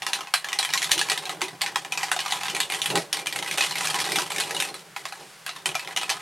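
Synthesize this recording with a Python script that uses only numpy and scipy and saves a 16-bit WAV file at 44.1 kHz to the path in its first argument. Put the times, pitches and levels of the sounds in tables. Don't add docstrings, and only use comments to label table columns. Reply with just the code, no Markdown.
import sys
import numpy as np
from scipy import signal
from scipy.fft import rfft, irfft
from scipy.io import wavfile
from scipy.ndimage import uniform_filter1d

SR = 44100
rng = np.random.default_rng(int(sys.argv[2]) if len(sys.argv) > 2 else 0)


def file_out(sig):
    cols = np.atleast_2d(sig).T
    lim = np.clip(cols, -1, 1)
    pcm = np.round(lim * 32767).astype(np.int16)
    wavfile.write(sys.argv[1], SR, pcm)


N = 273949

# start_s, level_db (nominal), boom_db (re level_db), pitch_hz (of the struck spot)
BLOWS = [(0.065, -13.5, -17, 2810), (0.132, -11, -22, 3960), (0.207, -21, -13, 2790),
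         (0.338, -7, -14.5, 4040), (0.444, -18, -17.5, 1770), (0.529, -14, -17.5, 2060),
         (0.588, -9.5, -41, 4030), (0.627, -14, -23, 3320), (0.649, -13.5, -28, 3050),
         (0.736, -9, -48, 3770), (0.775, -12.5, -29, 3980), (0.827, -13, -33, 2050),
         (0.843, -14.5, -33, 3490), (0.916, -6.5, -37, 3930), (0.978, -14, -34, 2940),
         (0.991, -13, -17, 3440), (1.013, -11.5, -22, 1753), (1.098, -11, -28, 2510),
         (1.117, -13, -14.5, 1940), (1.176, -14.5, -43, 3750), (1.254, -19.5, -36, 4050),
         (1.294, -18, -10.5, 2050), (1.416, -13, -14, 2110), (1.616, -11, -21, 2180),
         (1.661, -15.5, -21, 1820), (1.758, -14, -6, 3270), (1.848, -24, -9.5, 1730),
         (1.921, -14.5, -23, 2530), (1.974, -14, -18.5, 2370), (2.031, -14, -12.5, 2005),
         (2.115, -10.5, -11, 1530), (2.163, -19, -6.5, 3660), (2.19, -16.5, -18, 2500),
         (2.203, -16.5, -29, 3030), (2.26, -18, -8, 2205), (2.308, -19.5, -20, 4040),
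         (2.322, -12.5, -14.5, 3390), (2.433, -18.5, -12.5, 2660), (2.482, -17, -16, 2700),
         (2.497, -17.5, -26, 2980), (2.548, -15, -22, 2360), (2.602, -10.5, -25.5, 3570),
         (2.699, -17, -18, 2430), (2.721, -15.5, -24, 2180), (2.746, -16, -23, 3090),
         (2.817, -13.5, -25, 3500), (2.858, -12.5, -27, 3270), (2.955, -12, -13, 1930),
         (3.128, -11.5, -35, 3100), (3.269, -14.5, -19, 2410), (3.325, -17.5, -29, 2300),
         (3.36, -16, -16, 2195), (3.425, -18.5, -13, 1960), (3.461, -22, -24, 1990),
         (3.511, -15.5, -28, 2270), (3.575, -15.5, -17, 3240), (3.607, -11, -20, 2530),
         (3.638, -16.5, -22, 2150), (3.709, -18.5, -22, 4040), (3.754, -16, -21, 2150),
         (3.808, -16.5, -14, 2025), (3.852, -15.5, -22, 2700), (3.871, -14.5, -35, 2440),
         (3.943, -16.5, -8.5, 3050), (4.001, -15, -37, 3300), (4.119, -13.5, -42, 2360),
         (4.158, -11.5, -17, 2260), (4.185, -14, -9, 2700), (4.304, -19.5, -13, 2250),
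         (4.318, -18.5, -13, 2360), (4.361, -16.5, -39, 2260), (4.382, -16, -25, 2190),
         (4.4, -13.5, -29, 2480), (4.406, -14.5, -23, 4040), (4.508, -17, -19.5, 1890),
         (4.565, -17.5, -18, 2900), (4.601, -13, -20, 2570), (4.623, -15, -16, 2550),
         (4.742, -22, -17, 3960), (4.963, -21.5, -9, 2030), (5.053, -20.5, -11, 1980),
         (5.123, -24.5, -10.5, 1670), (5.463, -17.5, -23.5, 2700), (5.657, -11, -20, 3050),
         (5.69, -18.5, -19, 2480), (5.752, -15, -9.5, 2350), (5.874, -23.5, -11, 2080),
         (5.972, -13, -19.5, 3040), (6.031, -18, -12, 2540), (6.093, -12.5, -28, 2610)]
# pitch_hz, level_db (relative)
JUG_MODES = [(755, 14), (820, 20.5), (990, 23), (1130, 19.5), (1235, 20.5), (1600, 13.5), (1760, 15.5),
             (2000, 17), (2160, 18.5), (2360, 10), (2530, 12.5), (2880, 11.5), (3200, 16.5), (3520, 16),
             (4040, 4),]
# (per Hz, relative)
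TICK_COLOUR = [(700, -13), (2000, 0.5), (4500, 0.5), (6500, -3.5), (9000, -3), (11500, -8.5), (14000, -21),
               (16000, -37)]
JUG_T60_S = 0.036
PATCH_DB, PATCH_T60_S = -17.5, 0.022
RATTLE_S, LIGHT_RATTLE_S = 0.0032, 0.0018


def blows(treble_db, rise_s=0.00027, detune=0.036, near_db=26.0, place_db=3.5,
          mid_db=-16, tick_db=-12, shiver_db=-17, shiver_s=0.024):
    size = 8192
    out, ticks = np.zeros(N + size), np.zeros(N + size)
    t = np.arange(size) / SR
    head = slice(0, SR // 50)
    swell = 1 - np.exp(-t / rise_s)
    strokes = [row + (RATTLE_S,) for row in BLOWS] + light_blows()
    for start_s, db, boom_db, spot_hz, rattle_s in strokes:
        rattle = clicks(size, 2500.0, 1.0) * np.exp(-t / rattle_s) * swell
        rattle[SR // 600] = 1.25

        modes = []
        spot = rng.standard_normal((len(JUG_MODES), 2))
        for (hz, mode_db), (place, shift) in zip(JUG_MODES, spot):
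            nearness = np.exp(-(np.log(hz / spot_hz) / 0.0099) ** 2)
            gain = undb(mode_db + place_db * place + near_db * nearness)
            modes.append(gain * ring(rattle, hz * (1 + detune * shift), JUG_T60_S))
        boom, mid = sum(modes[:5]), sum(modes[5:])

        chatter = clicks(size, 9000.0, 3.4) * np.exp(-t / shiver_s) * swell
        bright = rattle + undb(shiver_db) * chatter
        patch = ring(bright, spot_hz, PATCH_T60_S)
        bright = bright + 0.5 * np.roll(bright, rng.integers(2, 16))

        first = int(start_s * SR)
        at = slice(first, first + size)
        out[at] += undb(db + mid_db) * mid / mid[head].std()
        out[at] += undb(db + boom_db) * boom / boom[head].std()
        out[at] += undb(db + PATCH_DB) * patch / patch[head].std()
        ticks[at] += undb(db + tick_db + 0.6 * (db + 17.0)) * bright / bright[head].std()

    colour_gain = colour(rng.standard_normal(N), TICK_COLOUR).std()
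    ticks = colour(ticks[:N], TICK_COLOUR) / colour_gain
    bass_cut = signal.butter(3, 600.0, "high", fs=SR, output="sos")
    wall, ticks = signal.sosfilt(bass_cut, [out[:N], ticks])
    dull = signal.sosfilt(signal.butter(1, 7000.0, fs=SR, output="sos"), ticks)
    return wall + dull + undb(treble_db) * (ticks - dull)


# start_s, level_db (nominal)
LIGHT_BLOWS = [(0.02, -19), (0.271, -26), (0.486, -18.5), (0.519, -23), (0.69, -20), (0.703, -20),
               (0.727, -20), (0.818, -16), (0.893, -21), (0.911, -16), (1.086, -19.5), (1.264, -24),
               (1.408, -23), (1.439, -21.5), (1.482, -22.5), (1.61, -21), (2.009, -21), (2.083, -24.5),
               (2.28, -22), (2.368, -23.5), (2.41, -23.5), (2.455, -19), (2.565, -17.5), (2.631, -20.5),
               (2.738, -19), (2.902, -16), (2.974, -15.5), (3.17, -19), (3.19, -20.5), (3.259, -20),
               (3.389, -19), (3.476, -20), (3.581, -13.5), (3.622, -14.5), (3.647, -17.5), (3.721, -21.5),
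               (3.739, -28), (3.775, -25), (3.899, -16), (4.041, -19.5), (4.053, -24), (4.063, -23),
               (4.089, -21.5), (4.26, -24), (4.436, -21), (4.487, -31), (4.547, -18.5), (4.687, -23.5),
               (5.492, -20), (5.562, -26), (5.715, -27), (5.744, -24), (5.794, -19.5), (5.848, -26.5),
               (5.909, -26.5), (5.963, -14.5), (6.013, -20), (6.1, -12.5),]
LIGHT_BOOM_DB, LIGHT_HZ, LIGHT_SPREAD = -18, 2643, 0.237


def light_blows():
    rows = []
    for start_s, db in LIGHT_BLOWS:
        spot_hz = LIGHT_HZ * np.exp(LIGHT_SPREAD * rng.standard_normal())
        rows.append((start_s, db, LIGHT_BOOM_DB, spot_hz, LIGHT_RATTLE_S))
    return rows


GRABS_PER_S, GRAB_S, GLIDE_DB = 110.0, 0.0062, -8


def scratch(db, treble_db, bright_db=-1.5):
    grabs = decay(np.abs(clicks(N, GRABS_PER_S, 1.2)), GRAB_S)
    slips = clicks(N, 4000.0, 1.3) * (grabs + undb(GLIDE_DB))
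    wall = 0
    for hz, mode_db in JUG_MODES:
        contact = slips * flicker(60.0, 4.0) * rng.standard_normal(N)
        wall = wall + undb(mode_db) * ring(contact, hz, 0.77 * JUG_T60_S)
    bright = level(colour(slips, TICK_COLOUR), bright_db)
    return undb(db) * (level(wall, -3) + undb(treble_db) * bright)


# pitch_hz, width_hz, level_db (relative)
BATTER_MODES = [(310.6, 40, -5), (421, 91, 0.5), (568, 28, -4.5), (790, 174, -1)]
# start_s, level_db (nominal), pitch_hz
PLOPS = [(0.97, -28, 328), (1.117, -28, 431), (1.422, -25.5, 356), (1.454, -32, 340), (1.468, -36.5, 403),
         (1.527, -32, 271), (3.581, -24, 564), (4.177, -26, 308)]


def slop(db, glide=0.081, rise_s=0.00073, fall_s=0.019, rough=0.47, overtone=2.6, overtone_db=-6):
    folds = clicks(N, 2000.0, 1.86) * flicker(12.0, 4.45)
    out = undb(db) * level(shake(folds, BATTER_MODES), -0.49)
    t = np.arange(SR // 6) / SR
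    envelope = (1 - np.exp(-t / rise_s)) * np.exp(-t / fall_s)
    for start_s, plop_db, hz in PLOPS:
        ragged = uniform_filter1d(rng.standard_normal((2, len(t))), 160)
        wobble = 1 + rough * level(ragged, 0)
        phase = 2 * np.pi * hz * t * (1 + glide * (t / fall_s - 1) / 2)
        note = wobble[0] * np.sin(phase) + undb(overtone_db) * wobble[1] * np.sin(overtone * phase)
        first = int(start_s * SR)
        out[first:first + len(t)] += undb(plop_db) * note * envelope
    return out


# pitch_hz, width_hz, level_db (relative)
BENCH_MODES = [(134.6, 29, -1), (162, 32, 3), (201.5, 25, 3.5)]


def drag(db):
    return undb(db) * level(shake(clicks(N, 1500.0, 0.43), BENCH_MODES), -0.78)


# middle_s, rumble_db, slop_db
SKIDS = [(2.51, -45, -52), (2.949, -34, -23), (5.69, -44, -43.5)]
SKID_HOLD_S, SKID_FADE_DB_PER_S = 0.032, 316


def with_skids(t, steady_db, skid_db):
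    power = undb(steady_db) ** 2
    for row, db in zip(SKIDS, skid_db):
        beyond_s = np.maximum(np.abs(t - row[0]) - SKID_HOLD_S, 0)
        power = power + undb(db - SKID_FADE_DB_PER_S * beyond_s) ** 2
    return 10 * np.log10(power)


ROOM_T60_S, ROOM_DB, ROOM_SIDE_DB = 0.075, -6.5, -10.5


def room(x):
    t = np.arange(SR // 2) / SR
    envelope = undb(-60 * t / ROOM_T60_S) * (1 - np.exp(-t / 0.0019))
    mid, side = rng.standard_normal((2, len(t))) * envelope
    scale = undb(ROOM_DB) / np.sqrt(np.sum(mid ** 2))
    tail = scale * (mid + undb(ROOM_SIDE_DB) * side * np.array([[1], [-1]]))
    return signal.fftconvolve(x[None], tail, axes=1)[:, :N]


# (per Hz, relative)
HISS_COLOUR = [(40, -2), (150, -23), (450, 8.5), (1500, 11), (3300, 4.5), (5000, 2), (10000, -0.5),
               (16000, -12)]
HISS_DB = -50
# middle_s, half_length_s, level_db (before its swell)
RUSTLE = (5.28, 0.24, -51.5)


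def hiss():
    mid, side = colour(rng.standard_normal((2, N)), HISS_COLOUR)
    noise = level(mid + undb(-12.5) * side * np.array([[1], [-1]]), HISS_DB)
    middle_s, half_s, db = RUSTLE
    swell = np.exp(-((np.arange(N) / SR - middle_s) / half_s) ** 2)
    return noise + level(colour(rng.standard_normal(N), TICK_COLOUR), db) * swell


def clicks(count, per_s, scatter_db):
    hit = rng.random(count) < per_s / SR
    size = undb(scatter_db * np.minimum(rng.exponential(size=count), 4))
    return hit * np.sign(rng.standard_normal(count)) * size


def ring(x, hz, t60):
    r = np.exp(-np.log(1000) / (t60 * SR))
    return signal.lfilter([0.5, 0, -0.5], [1, -2 * r * np.cos(2 * np.pi * hz / SR), r * r], x)


def shake(x, peaks):
    total = 0
    for hz, width_hz, db in peaks:
        t60 = np.log(1000) / (np.pi * width_hz)
        total = total + level(ring(x * rng.standard_normal(N), hz, t60), db)
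    return total


def flicker(per_s, db):
    k = int(SR / per_s)
    steps = np.repeat(rng.standard_normal(N // k + 1), k)
    return undb(db * uniform_filter1d(steps, k)[:N])


def decay(x, seconds):
    return signal.lfilter([1], [1, -np.exp(-1 / (seconds * SR))], x)


def colour(x, points):
    hz, db = np.transpose(points)
    f = np.maximum(np.fft.rfftfreq(x.shape[-1], 1 / SR), 1)
    return irfft(rfft(x) * undb(np.interp(np.log(f), np.log(hz), db)), x.shape[-1])


def level(x, db):
    return x * undb(db) / np.sqrt(np.mean(x ** 2))


def undb(db):
    return 10 ** (np.asarray(db) / 20)


# time_s, scratch_db, moving_db (jug and batter), treble_db (of the wires)
STIR = [(0.0, -31.5, -43.5, -2), (0.33, -33.5, -56.5, -11.5), (0.83, -31.5, -44, -1),
        (1.57, -35, -46, -6.5), (2.37, -28, -47.5, -3), (2.9, -32.5, -44, 0.5), (3.1, -41.5, -48, 1),
        (3.2, -37, -43.5, -0.5), (3.86, -27, -40, 0.5), (4.44, -29.5, -39, 1), (4.82, -45, -50.5, 3),
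        (5.55, -39, -53, -2.5), (6.21, -29.5, -45.5, -7.5)]
BENCH_RE_DB, BATTER_RE_DB = -7.5, 4


def scene():
    t = np.arange(N) / SR
    time_s, wires_db, moving_db, treble_db = np.transpose(STIR)
    _, rumble_db, skid_slop_db = np.transpose(SKIDS)
    scratch_db = np.interp(t, time_s, wires_db)
    moving_db = np.interp(t, time_s, moving_db)
    treble_db = np.interp(t, time_s, treble_db)
    drag_db = with_skids(t, moving_db + BENCH_RE_DB, rumble_db)
    slop_db = with_skids(t, moving_db + BATTER_RE_DB, skid_slop_db)

    hits = blows(treble_db)
    press = decay(np.abs(hits), 0.0099) + 1e-3
    press = (press / uniform_filter1d(press, SR // 3)) ** 0.38

    jug = hits + press * scratch(scratch_db, treble_db)
    batter = slop(slop_db + 8 * np.log10(press))
    bench = drag(drag_db)
    near = jug * undb([[-0.2], [0.2]]) + batter * undb([[-1.3], [1.3]]) + bench * undb([[0.4], [-0.4]])
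    return near + room(jug + batter + undb(2.5) * bench)


TOP_HZ = 16000


def record(dry):
    bass_cut = signal.butter(3, 125.0, "high", fs=SR, output="sos")
    thin = signal.sosfilt(bass_cut, undb(-4.5) * dry)
    rounded = np.tanh(1.3 * thin) / 1.3
    top_cut = signal.ellip(10, 0.2, 90, TOP_HZ, fs=SR, output="sos")
    return signal.sosfilt(top_cut, rounded + hiss())


dry = scene()
out = record(dry)
file_out(out)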